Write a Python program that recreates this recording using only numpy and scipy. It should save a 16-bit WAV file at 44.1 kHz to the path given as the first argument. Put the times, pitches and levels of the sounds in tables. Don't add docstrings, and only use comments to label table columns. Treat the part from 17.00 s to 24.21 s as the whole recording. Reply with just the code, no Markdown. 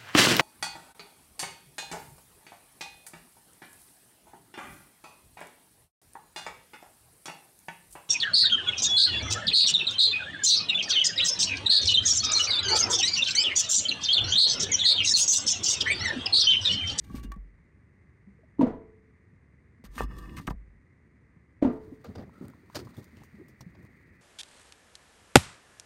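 import sys
import numpy as np
from scipy import signal
from scipy.fft import rfft, irfft, next_fast_len
from scipy.io import wavfile
from scipy.ndimage import uniform_filter1d, map_coordinates

SR = 44100
rng = np.random.default_rng(int(sys.argv[2]) if len(sys.argv) > 2 else 0)


def dump(signal):
    limited = np.clip(np.atleast_2d(signal).T, -1, 1)
    pcm = np.round(limited * 32767).astype(np.int16)
    wavfile.write(sys.argv[1], SR, pcm)


N = 317961
T = np.arange(N) / SR

# pitch in Hz, basic width in Hz, relative level in dB.
SHORT_LOG_MODES = [(822, 21, -3), (1132.6, 9.1, 10), (1600, 72, -5.5), (1800, 28, -18), (2320, 36, -6.5),
                   (2820, 26, -7), (3620, 38, -15), (5000, 150, -37), (6300, 130, -26)]
# pitch in Hz, basic width in Hz, relative level in dB.
LONG_LOG_MODES = [(345, 75, 1), (477, 58, -3), (605, 130, -9.5), (782, 100, -8), (877, 71, -8),
                  (1004, 76, -0.5), (1164, 58, 3.5), (1237, 64, -11), (1590, 37, -9), (1792, 64, 0.5),
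                  (2070, 29, -19), (2576, 46, -9.5), (2847, 54, -9), (3430, 82, -20), (3830, 41, -38),
                  (4640, 61, -24), (5175, 80, -17)]
# frequency in Hz, relative level in dB per Hz.
RASP_COLOUR = [(600, -14), (1500, -12), (3000, -14.5), (5000, -15.5), (6500, -18.5), (8700, -17),
               (11000, -22.5), (13000, -20), (15700, -27.5)]


def amp(db):
    return 10 ** (np.asarray(db) / 20)


def unit(x):
    return x / np.sqrt(np.mean(x ** 2) + 1e-20)


def along(points, hz):
    f, v = np.transpose(points)
    return np.interp(np.log(hz + 1), np.log(f + 1), v)


def curves(tables):
    out = np.full((len(tables[0][0]) - 1, N), -200.)
    for rows in tables:
        s, *columns = np.transpose(rows)
        inside = (T >= s[0]) & (T <= s[-1])
        out[:, inside] = [np.interp(T[inside], s, column) for column in columns]
    return uniform_filter1d(out, size=301)


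def wobble(rate, size=N):
    points = rng.standard_normal(int(size * rate / SR) + 4)
    return map_coordinates(points, [T[:size] * rate])


def filtered(x, response):
    m = next_fast_len(len(x) + SR // 4)
    return irfft(rfft(x, m) * response(np.fft.rfftfreq(m, 1 / SR)), m)[:len(x)]


def coloured(x, spectrum):
    return unit(filtered(x, lambda hz: amp(along(spectrum, hz))))


def bump(centre_hz, octaves):
    return lambda hz: np.exp(-(np.log2((hz + 1) / centre_hz) / octaves) ** 2)


def ring(hz, t60, attack, t):
    return np.sin(2 * np.pi * hz * t) * amp(-60 * t / t60) * (1 - np.exp(-t / attack))


def gritty(spiky_db, lumps_db):
    return rng.standard_normal(N) * amp(spiky_db * wobble(900) + lumps_db * wobble(60))


def add(x, s, sound):
    part = x[round(s * SR):][:len(sound)]
    part += sound[:len(part)]


def air():
    # frequency in Hz, relative level in dB per Hz.
    air_colour = [(15, -34.5), (25, -37.5), (64, 0), (104, -2.5), (160, -6), (290, -13), (332, -15.5),
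                  (370, -15.5), (726, -31.5), (1210, -27), (1390, -31), (2020, -19.5), (3030, -47.5),
                  (9140, -50), (15700, -83)]
    level_db = -59.5 + 0.15 * wobble(4.3)
    return amp(level_db) * coloured(gritty(spiky_db=1, lumps_db=0.55), air_colour)


def far_rush():
    # time in seconds, level in dB.
    rush_levels = [(4.6, -96.5), (5.14, -71), (5.6, -72.5), (5.9, -68.5), (7.21, -66)]
    rush_db, = curves([rush_levels])
    colour = [(800, -27.0), (1500, -15.0), (1900, 0.0), (2500, -11.5), (3200, -43.5), (6000, -50)]
    return amp(rush_db) * coloured(rng.standard_normal(N), colour)


def tyre_on_chips():
    # time in seconds, level in dB.
    tyre_levels = [(4.64, -72), (4.9, -72), (5.12, -70), (5.25, -75.5), (5.45, -67), (5.65, -73.5),
                   (5.78, -61), (6.1, -70), (6.5, -75), (7.21, -76.5)]
    # frequency in Hz, relative level in dB per Hz.
    hiss_colour = [(500, -22), (1000, 1.5), (1400, 1), (2000, -7.5), (3200, -12), (4600, -8.5),
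                   (5600, -14.5), (9000, -14), (12000, -19), (15700, -17.5)]
    hiss_db, = curves([tyre_levels])
    hiss = amp(hiss_db) * coloured(gritty(spiky_db=2.0, lumps_db=2.5), hiss_colour)

    splinters, t = np.zeros(N), T[:SR // 10]
    when, size, pitch = rng.random((260, 3)).T
    start = tyre_levels[0][0]
    times = start + when * (T[-1] - start)
    levels_db = -56.5 - 6 * np.sqrt(size)
    pitches_hz = 500 * 2 ** (3 * pitch)
    for s, db, hz in zip(times, levels_db, pitches_hz):
        follow_db = hiss_db[round(s * SR)] - hiss_db.max()
        add(splinters, s, amp(db + follow_db) * ring(hz, 8 / hz, 0.00015, t))
    return hiss + splinters


def crushed_chips():
    # frequency in Hz, relative level in dB per Hz.
    crunch_colour = [(290, -13), (600, -4), (1200, -10), (3000, -15), (5000, -11.5), (8000, -19),
                     (12000, -23), (15700, -27.5)]
    # start in seconds, rise in seconds, time to die by 60 dB in seconds, level in dB,
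    # treble tilt in dB per octave, bright band in Hz, lift of that band in dB.
    crushes = [(5.038, 0.011, 0.23, -54.5, -5, 1210, 5.5), (5.151, 0.0075, 0.14, -55, -4.5, 5000, 5),
               (5.178, 0.0059, 0.3, -62, -10, 4950, 2), (5.3, 0.11, 0.6, -81.5, -10, 1360, 23),
               (5.745, 0.018, 0.11, -34.5, -1, 4900, 4.5), (5.85, 0.0046, 0.073, -69.5, 7, 5000, 8),
               (5.93, .01, 0.054, -72, -7, 3800, 15), (5.964, .003, 0.29, -64.5, 7, 3600, 9),
               (6.04, 0.0031, 0.04, -68, 9.5, 5000, 0), (6.16, 0.0099, 0.45, -68, 0, 2730, 14),
               (6.235, 0.0033, 0.085, -65.5, 8.5, 4500, -3), (6.349, 0.0048, 0.063, -68, 0, 4250, 8),
               (6.483, .003, 0.079, -63.5, 6.5, 5000, 2), (6.606, 0.0042, 0.055, -51, 1.5, 5600, 1),
               (6.748, 0.0043, 0.079, -67.5, -7, 5000, 3), (6.82, 0.011, 0.16, -83, 7, 5000, -3)]
    chips = coloured(gritty(spiky_db=3.5, lumps_db=2), crunch_colour)
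    out = np.zeros(N)
    for s, rise, t60, db, tilt_db, bright_hz, bright_db in crushes:
        under = chips[round(s * SR):][:SR // 2]
        t = T[:len(under)]
        crush = amp(db - 60 * np.maximum(t - rise, 0) / t60) * np.minimum(t / rise, 1) * under
        bright_band = bump(bright_hz, octaves=.2)
        add(out, s, filtered(crush, lambda hz: amp(
            tilt_db * np.log2((hz + 500) / 4000) + bright_db * bright_band(hz))))
    return out


def snapping_chips():
    # start in seconds, snap level in dB, pop level in dB, pop pitch in Hz.
    chip_snaps = [(5.045, -44, -44, 1230), (5.157, -59, -41, 736), (5.183, -67, -50, 4770),
                  (5.215, -64, -43, 760), (5.295, -65, -47, 950), (5.369, -76, -53, 1340),
                  (5.433, -70, -50, 872), (5.455, -56, -48, 800), (5.483, -45, -51, 1390),
                  (5.501, -51, -51, 1410), (5.536, -76, -48, 1030), (5.7, -56, -42, 990),
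                  (5.85, -49, -65, 1080), (5.872, -65, -41.5, 1080), (5.879, -66, -46, 1090),
                  (5.965, -59, -58, 746), (5.969, -62, -52.5, 3630), (5.984, -65, -44, 635),
                  (5.997, -56, -56, 1210), (6.172, -55, -70, 1010), (6.219, -68, -46, 840),
                  (6.236, -49.5, -50, 1100), (6.352, -66, -55, 1400), (6.484, -49, -59, 1190),
                  (6.608, -50.5, -43.5, 1080), (6.61, -70, -44.5, 5600), (6.705, -66.5, -74, 1000),
                  (6.772, -65, -62, 1000), (6.829, -58, -63, 1000), (6.851, -53, -55, 1060)]
    snaps, pops, t = np.zeros(N), np.zeros(N), T[:SR // 10]
    for s, snap_db, pop_db, hz in chip_snaps:
        add(snaps, s, amp(snap_db - 60 * t / 0.0032) * rng.standard_normal(len(t)))
        add(pops, s, amp(pop_db) * ring(hz, 0.016, 0.000048, t))
    return pops + filtered(snaps, lambda hz: hz ** 2 / (hz ** 2 + 800 ** 2))


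def jolted_frame():
    # start in seconds, level in dB.
    bumps = [(4.86, -47.5), (5.043, -38), (5.15, -42.5), (5.19, -51), (5.399, -39), (5.754, -38),
             (5.95, -50), (6.13, -49.5), (6.342, -48.5), (6.6, -54.5), (6.76, -49), (7.0, -83)]
    rise_s, t60_s, between_db = 0.0326, 0.46, -63
    shake, t = amp(between_db) * (T > bumps[0][0]), T[:SR]
    for s, db in bumps:
        add(shake, s, amp(db - 60 * t / t60_s) * np.minimum(t / rise_s, 1))
    colour = [(30, -44.0), (80, 4.0), (250, 2.5), (500, -11), (900, -25.5), (3000, -49.0)]
    return shake * coloured(gritty(spiky_db=1.5, lumps_db=3.5), colour)


def rocking():
    # start in seconds, level in dB, pitch in Hz.
    pushes = [(0.0, -41.5, 60), (0.121, -35, 55), (0.149, -27.5, 57.4), (0.242, -28, 48.8),
              (0.286, -39.5, 48.3), (0.373, -30, 46.5), (2.848, -41.5, 50), (2.891, -38, 47),
              (2.992, -28, 52), (3.03, -28, 49.8), (3.14, -32, 47.8), (3.22, -35, 48.2), (3.32, -43, 49),
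              (3.479, -27.5, 50.2), (3.549, -29, 50), (3.641, -45, 46.6)]
    rise_s, t60_s = 0.013, 0.39
    out = np.zeros(N)
    for s, db, hz in pushes:
        add(out, s, amp(db) * ring(hz, t60_s, rise_s, T[:SR // 2]))
    return out


def knocks():
    # start in seconds, level in dB, pitch in Hz, time to die by 60 dB in seconds.
    wood_knocks = [(0.105, -27, 183, 0.043), (0.143, -19, 241, 0.038), (.158, -38, 260, 0.042),
                   (.18, -39, 248, .05), (0.212, -42, 218, 0.065), (0.246, -30, 225, 0.063),
                   (.32, -42, 325, 0.031), (0.364, -32, 192, 0.056), (1.273, -42, 197, 0.17),
                   (1.389, -51, 453, 0.064), (1.433, -50, 635, 0.05), (2.331, -39, 163, 0.052),
                   (2.795, -44.5, 236, 0.065), (2.841, -39, 197, 0.076), (2.963, -34.5, 240, 0.077),
                   (3.017, -28.5, 183, 0.062), (3.039, -35, 253, 0.052), (3.398, -26.5, 152, 0.031),
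                   (3.478, -16.5, 189, 0.029), (3.487, -18.5, 298, 0.021), (3.508, -16, 143, 0.025),
                   (3.52, -32, 180, 0.022), (3.537, -34.5, 199, 0.043), (4.363, -46.5, 172, 0.086),
                   (4.922, -30, 272, 0.069), (5.048, -38.5, 470, 0.1), (5.093, -27, 195, 0.029),
                   (5.156, -33.5, 463, 0.045), (5.193, -31.5, 254, 0.058), (5.226, -42, 262, 0.086),
                   (5.411, -22.5, 262, 0.025), (5.435, -34, 202, 0.058), (5.452, -44, 403, 0.058),
                   (5.634, -45.5, 378, 0.043), (5.756, -33.5, 140, 0.069), (5.768, -27, 320, 0.041),
                   (5.79, -30, 378, 0.046), (5.812, -43, 357, 0.17), (5.849, -41, 127, 0.2),
                   (5.978, -48, 305, 0.021), (6.133, -42, 219, 0.095), (6.34, -41, 209, 0.1),
                   (6.398, -38, 316, 0.066), (6.412, -37, 376, 0.049), (6.607, -37.5, 130, 0.09),
                   (6.664, -34, 174, 0.088), (6.788, -40.5, 178, 0.086)]
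    puff_db, puff_t60_s = -10.5, 0.09
    out, puffs, t = np.zeros(N), np.zeros(N), T[:SR // 4]
    for s, db, hz, t60 in wood_knocks:
        add(out, s, amp(db) * ring(hz, t60, 0.0023, t))
        puff = amp(db + puff_db - 60 * t / puff_t60_s) * (1 - np.exp(-t / 0.0071))
        add(puffs, s, puff * rng.standard_normal(len(t)))
    return out + filtered(puffs, bump(457, octaves=1.0))


def clacks():
    # start in seconds, tone level in dB, click level in dB, favoured pitch in Hz
    log_clacks = [(.1, -50, -63, 1190), (0.145, -51, -54, 1100), (0.151, -63, -64, 1590),
                  (0.159, -59, -63.5, 3000), (.183, -48.5, -51, 1500), (0.235, -59, -58.5, 2010),
                  (0.245, -50, -64, 4500), (.318, -38, -34.5, 1480), (0.339, -52, -51.5, 1330),
                  (0.36, -59, -56.5, 1370), (2.84, -45.5, -67, 547), (2.868, -64, -73, 895),
                  (2.98, -29, -54, 1450), (3.007, -17, -38, 650), (3.112, -48, -78, 1410),
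                  (3.256, -51, -78, 1780), (3.294, -46.5, -63, 2600), (3.369, -40, -61, 2080),
                  (3.384, -40, -58, 2130), (3.399, -44, -60, 1230), (3.4771, -26.5, -52, 1440),
                  (3.473, -36.5, -58, 2960), (3.485, -31, -55, 1070), (3.507, -32.5, -59, 815),
                  (3.503, -43, -60, 1850), (3.505, -44, -60, 4630)]
    favoured_octaves, level_share, longest_t60_s = 0.61, 0.3, 0.112
    clicks, tones, t = np.zeros(N), np.zeros(N), T[:SR // 8]
    for s, db, click_db, favoured_hz in log_clacks:
        click = amp(click_db - 60 * t / 0.021) * (1 - np.exp(-t / 0.0016))
        add(clicks, s, click * rng.standard_normal(len(t)))
        favour = bump(favoured_hz, favoured_octaves)
        tone = np.zeros(len(t))
        for hz, width, mode_db in SHORT_LOG_MODES if s < 1.5 else LONG_LOG_MODES:
            t60 = min(1.46 / width, longest_t60_s)
            tone += amp(level_share * mode_db) * favour(hz) * ring(hz, t60, 0.00034, t)
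        add(tones, s, amp(db) * tone)
    return tones + filtered(clicks, lambda hz: amp(along(RASP_COLOUR, hz) + 13.0))


def sing(force, modes, drift_db):
    widen, lift_db = 1.43, 2
    total = np.zeros(len(force))
    for centre, width, db in modes:
        broad = width * widen

        def resonance(hz):
            once = 1j * hz * broad / (centre ** 2 - hz ** 2 + 1j * hz * broad)
            return amp(db + lift_db) * once ** 2

        total += filtered(force * amp(drift_db * wobble(26.6, len(force))), resonance)
    return total


def sliding_logs():
    # time in seconds, push into the log in dB, rasp level in dB,
    # rumble level in dB.
    slides = [
        [(0.0, -54, -74.5, -59.5), (0.09, -42, -66, -49), (.17, -43, -63, -42.5), (0.236, -51.5, -81, -49.5),
         (0.31, -62, -86, -47)],
        [(2.88, -64.5, -86, -53), (2.94, -48, -59.5, -62.5), (3.022, -29, -66, -36), (3.07, -43.5, -83, -50),
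         (3.12, -37, -68, -48), (3.18, -38.5, -63, -47.5), (3.225, -40, -67, -51), (3.28, -39.5, -68, -46),
         (3.342, -37, -64, -43), (3.386, -57, -72, -43), (3.47, -73, -69, -53)],
    ]
    # start in seconds, hold in seconds, push in dB,
    # rasp level in dB, favoured pitch in Hz (set by the place of grip).
    scrapes = [(0.039, 0.0074, -49, -64, 1510), (0.15, 0.019, -35, -52, 2000),
               (0.17, 0.031, -35, -60.5, 2400), (0.229, 0.018, -32.5, -54.5, 2600),
               (2.839, 0.026, -44, -57.5, 1510), (2.951, 0.039, -42, -55.5, 1200),
               (2.978, 0.023, -20, -46, 2140), (3.01, 0.0081, -18, -62, 814),
               (3.014, 0.0039, -16, -50, 3000), (3.03, 0.013, -38, -56.5, 3500),
               (3.178, 0.008, -51, -83, 1800), (3.184, 0.0028, -60, -54.5, 5000),
               (3.409, 0.0095, -46, -63, 1500), (3.364, 0.03, -31.5, -52, 1190),
               (3.469, 0.0033, -35, -41.5, 1600), (3.497, 0.01, -25, -51, 990)]
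    push_db, rasp_db, rumble_db = curves(slides)
    grit = unit(gritty(spiky_db=2.5, lumps_db=1.3))
    force, tear = amp(push_db) * grit, amp(rasp_db)
    t = T[:SR // 8]
    for s, hold, scrape_push_db, scrape_rasp_db, favoured_hz in scrapes:
        catch = (1 - np.exp(-t / 0.0021)) * amp(-60 * np.maximum(t - hold, 0) / 0.045)
        rub = filtered(catch * rng.standard_normal(len(t)), bump(favoured_hz, octaves=1.0))
        add(force, s, amp(scrape_push_db) * rub)
        add(tear, s, amp(scrape_rasp_db) * catch)
    ringing = np.zeros(N)
    add(ringing, 0, sing(force[:SR], SHORT_LOG_MODES, drift_db=3))
    add(ringing, 2, sing(force[2 * SR:4 * SR], LONG_LOG_MODES, drift_db=.8))
    rasp = tear * coloured(grit, RASP_COLOUR)
    rumble_colour = [(40, -7.0), (90, 6.0), (330, -3.5), (600, -33.0), (2000, -56.5)]
    rumble = amp(rumble_db) * coloured(gritty(spiky_db=-1, lumps_db=2.0), rumble_colour)
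    return ringing + rasp + rumble


def loose_bark(t):
    # frequency in Hz, relative level in dB, time to die by 60 dB in seconds.
    bark_bands = [(303, 13.5, 0.72), (540, 24, 0.25), (1050, 1.5, 0.52), (1960, -1.5, 0.31),
                  (3740, -14, 0.25), (8100, -19, 0.12), (14000, -32.5, .08)]
    f, level, t60 = np.transpose(bark_bands)
    bins, frames, z = signal.stft(rng.standard_normal(len(t)), SR, nperseg=256)
    start_db = along(np.c_[f, level], bins)[:, None]
    fall_db = 60 * frames / along(np.c_[f, t60], bins)[:, None]
    bark = signal.istft(z * amp(start_db - fall_db), SR, nperseg=256)[1][:len(t)]
    return bark * (1 - np.exp(-t / 0.0015))


def stack_ring(s, t):
    # pitch in Hz, relative level in dB at the first landing place,
    # relative level in dB at the second, time to die by 60 dB in seconds.
    stack_modes = [(99.6, -7, -9, 0.28), (156.2, -3, -4.5, 0.3), (241.6, -1, -3, 0.36), (308, 1, 3.5, 0.3),
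                   (345.5, 0.5, 1.5, 0.34), (434, -7.5, -5.5, 0.95), (459.3, -6.5, -17, 0.67),
                   (495, 0.5, -5.5, 0.3), (596, -11.5, -3, 0.22), (658, -1.5, -10, 0.41),
                   (700, -6.5, -5, 0.17), (747, -16, -19.5, 0.23), (849, -18, -22, 0.19),
                   (906, -16.5, -12, 0.38), (985, -11.5, -17, 0.48), (1080, -17, -22, 0.32),
                   (1140, -17.5, -15.5, 0.18), (1195, -14, -13, 0.28), (1262, -16.5, -15.5, 0.18),
                   (1380, -20.5, -15.5, 0.29), (1950, -20.5, -23, 0.36)]
    out = np.zeros(len(t))
    for hz, first_db, second_db, t60 in stack_modes:
        db = first_db if s < 3 else second_db
        out += amp(db - 60 * t / t60) * np.sin(2 * np.pi * hz * (s + t))
    out *= 1 - np.exp(-t / 0.0039)
    lowest_hz, minor_db, cycles = 327, -11.5, 120
    for hz in lowest_hz * 2 ** (3 * rng.random(30)):
        strength = amp(minor_db) * lowest_hz / hz * rng.normal()
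        add(out, 0, strength * ring(hz, cycles / hz, 0.003, t[:SR // 3]))
    return out


def landings():
    # start in seconds, thump level in dB, hollow pitch in Hz,
    # time pressed on in seconds, time for the thump to die by 60 dB in seconds, edge level in dB,
    # clonk pitch in Hz, level of the stack's ring in dB.
    blows = [(1.585, -40, 291, .003, 0.044, -45, 896, -64),
             (1.5922, -13, 290.3, 0.0052, 0.098, -32.5, 950, -42),
             (1.61, -14, 273.7, 0.0048, 0.12, -15.5, 940, -39),
             (1.629, -12, 255.5, 0.016, 0.038, -29.5, 654, -45),
             (1.666, -23.5, 219, 0.0074, 0.059, -24, 680, -54),
             (1.703, -29, 235, 0.0052, 0.053, -35.5, 700, -62.5),
             (1.744, -37.5, 260, 0.0037, 0.11, -43.5, 970, -65),
             (4.617, -40, 295, 0.0017, 0.041, -35.5, 646, -57),
             (4.6237, -9.5, 286, 0.0027, 0.051, -16.5, 590, -41),
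             (4.647, -14, 258.6, .01, 0.092, -22, 904, -37),
             (4.674, -20.5, 237, 0.0032, 0.11, -33.5, 1010, -51.5),
             (4.699, -26.5, 246, 0.013, 0.079, -35, 1207, -59.5),
             (4.734, -32, 274, .003, 0.15, -48, 850, -70), (4.771, -45.5, 264, 0.0069, 0.24, -48, 850, -66)]
    ground_db, ground_hz = -22, 47.7
    bark_db, split_db = -17.5, -20
    out, cracks, t = np.zeros(N), np.zeros(N), T[:SR * 3 // 4]
    for s, db, hz, hold, t60, edge_db, clonk_hz, ring_db in blows:
        modes = stack_ring(s, t)
        press = (1 - np.exp(-(t / 0.0022) ** 2)) * amp(-60 * np.maximum(t - hold, 0) / t60)
        thump = press * np.sin(2 * np.pi * hz * t)
        ground = amp(ground_db) * ring(ground_hz, 0.066, 0.0045, t)
        edge = ring(clonk_hz, 0.037, 0.0019, t) + amp(bark_db) * loose_bark(t)
        add(out, s, amp(db) * (thump + ground) + amp(ring_db) * modes + amp(edge_db) * edge)
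        add(cracks, s, amp(edge_db + split_db - 60 * t / 0.039) * rng.standard_normal(len(t)))
    return out + filtered(cracks, bump(1900, octaves=1.0))


def scene():
    background = air() + far_rush()
    rolling = tyre_on_chips() + crushed_chips() + snapping_chips() + jolted_frame()
    wood = knocks() + clacks() + sliding_logs() + landings()
    return (background + rolling + rocking() + wood)[None]


def record(dry):
    # centre in Hz, half-width in Hz, depth from 0 to 1.
    case_dips = [(5360, 143, 0.63), (7600, 310, 0.58), (10710, 760, 0.71)]
    band_limit_hz = 15810

    def response(hz):
        gain = (hz < band_limit_hz).astype(float)
        for centre, width, depth in case_dips:
            gain *= 1 - depth * np.exp(-((hz - centre) / width) ** 2)
        return gain

    return filtered(dry[0], response)[None]


dry = scene()
out = record(dry)
dump(out)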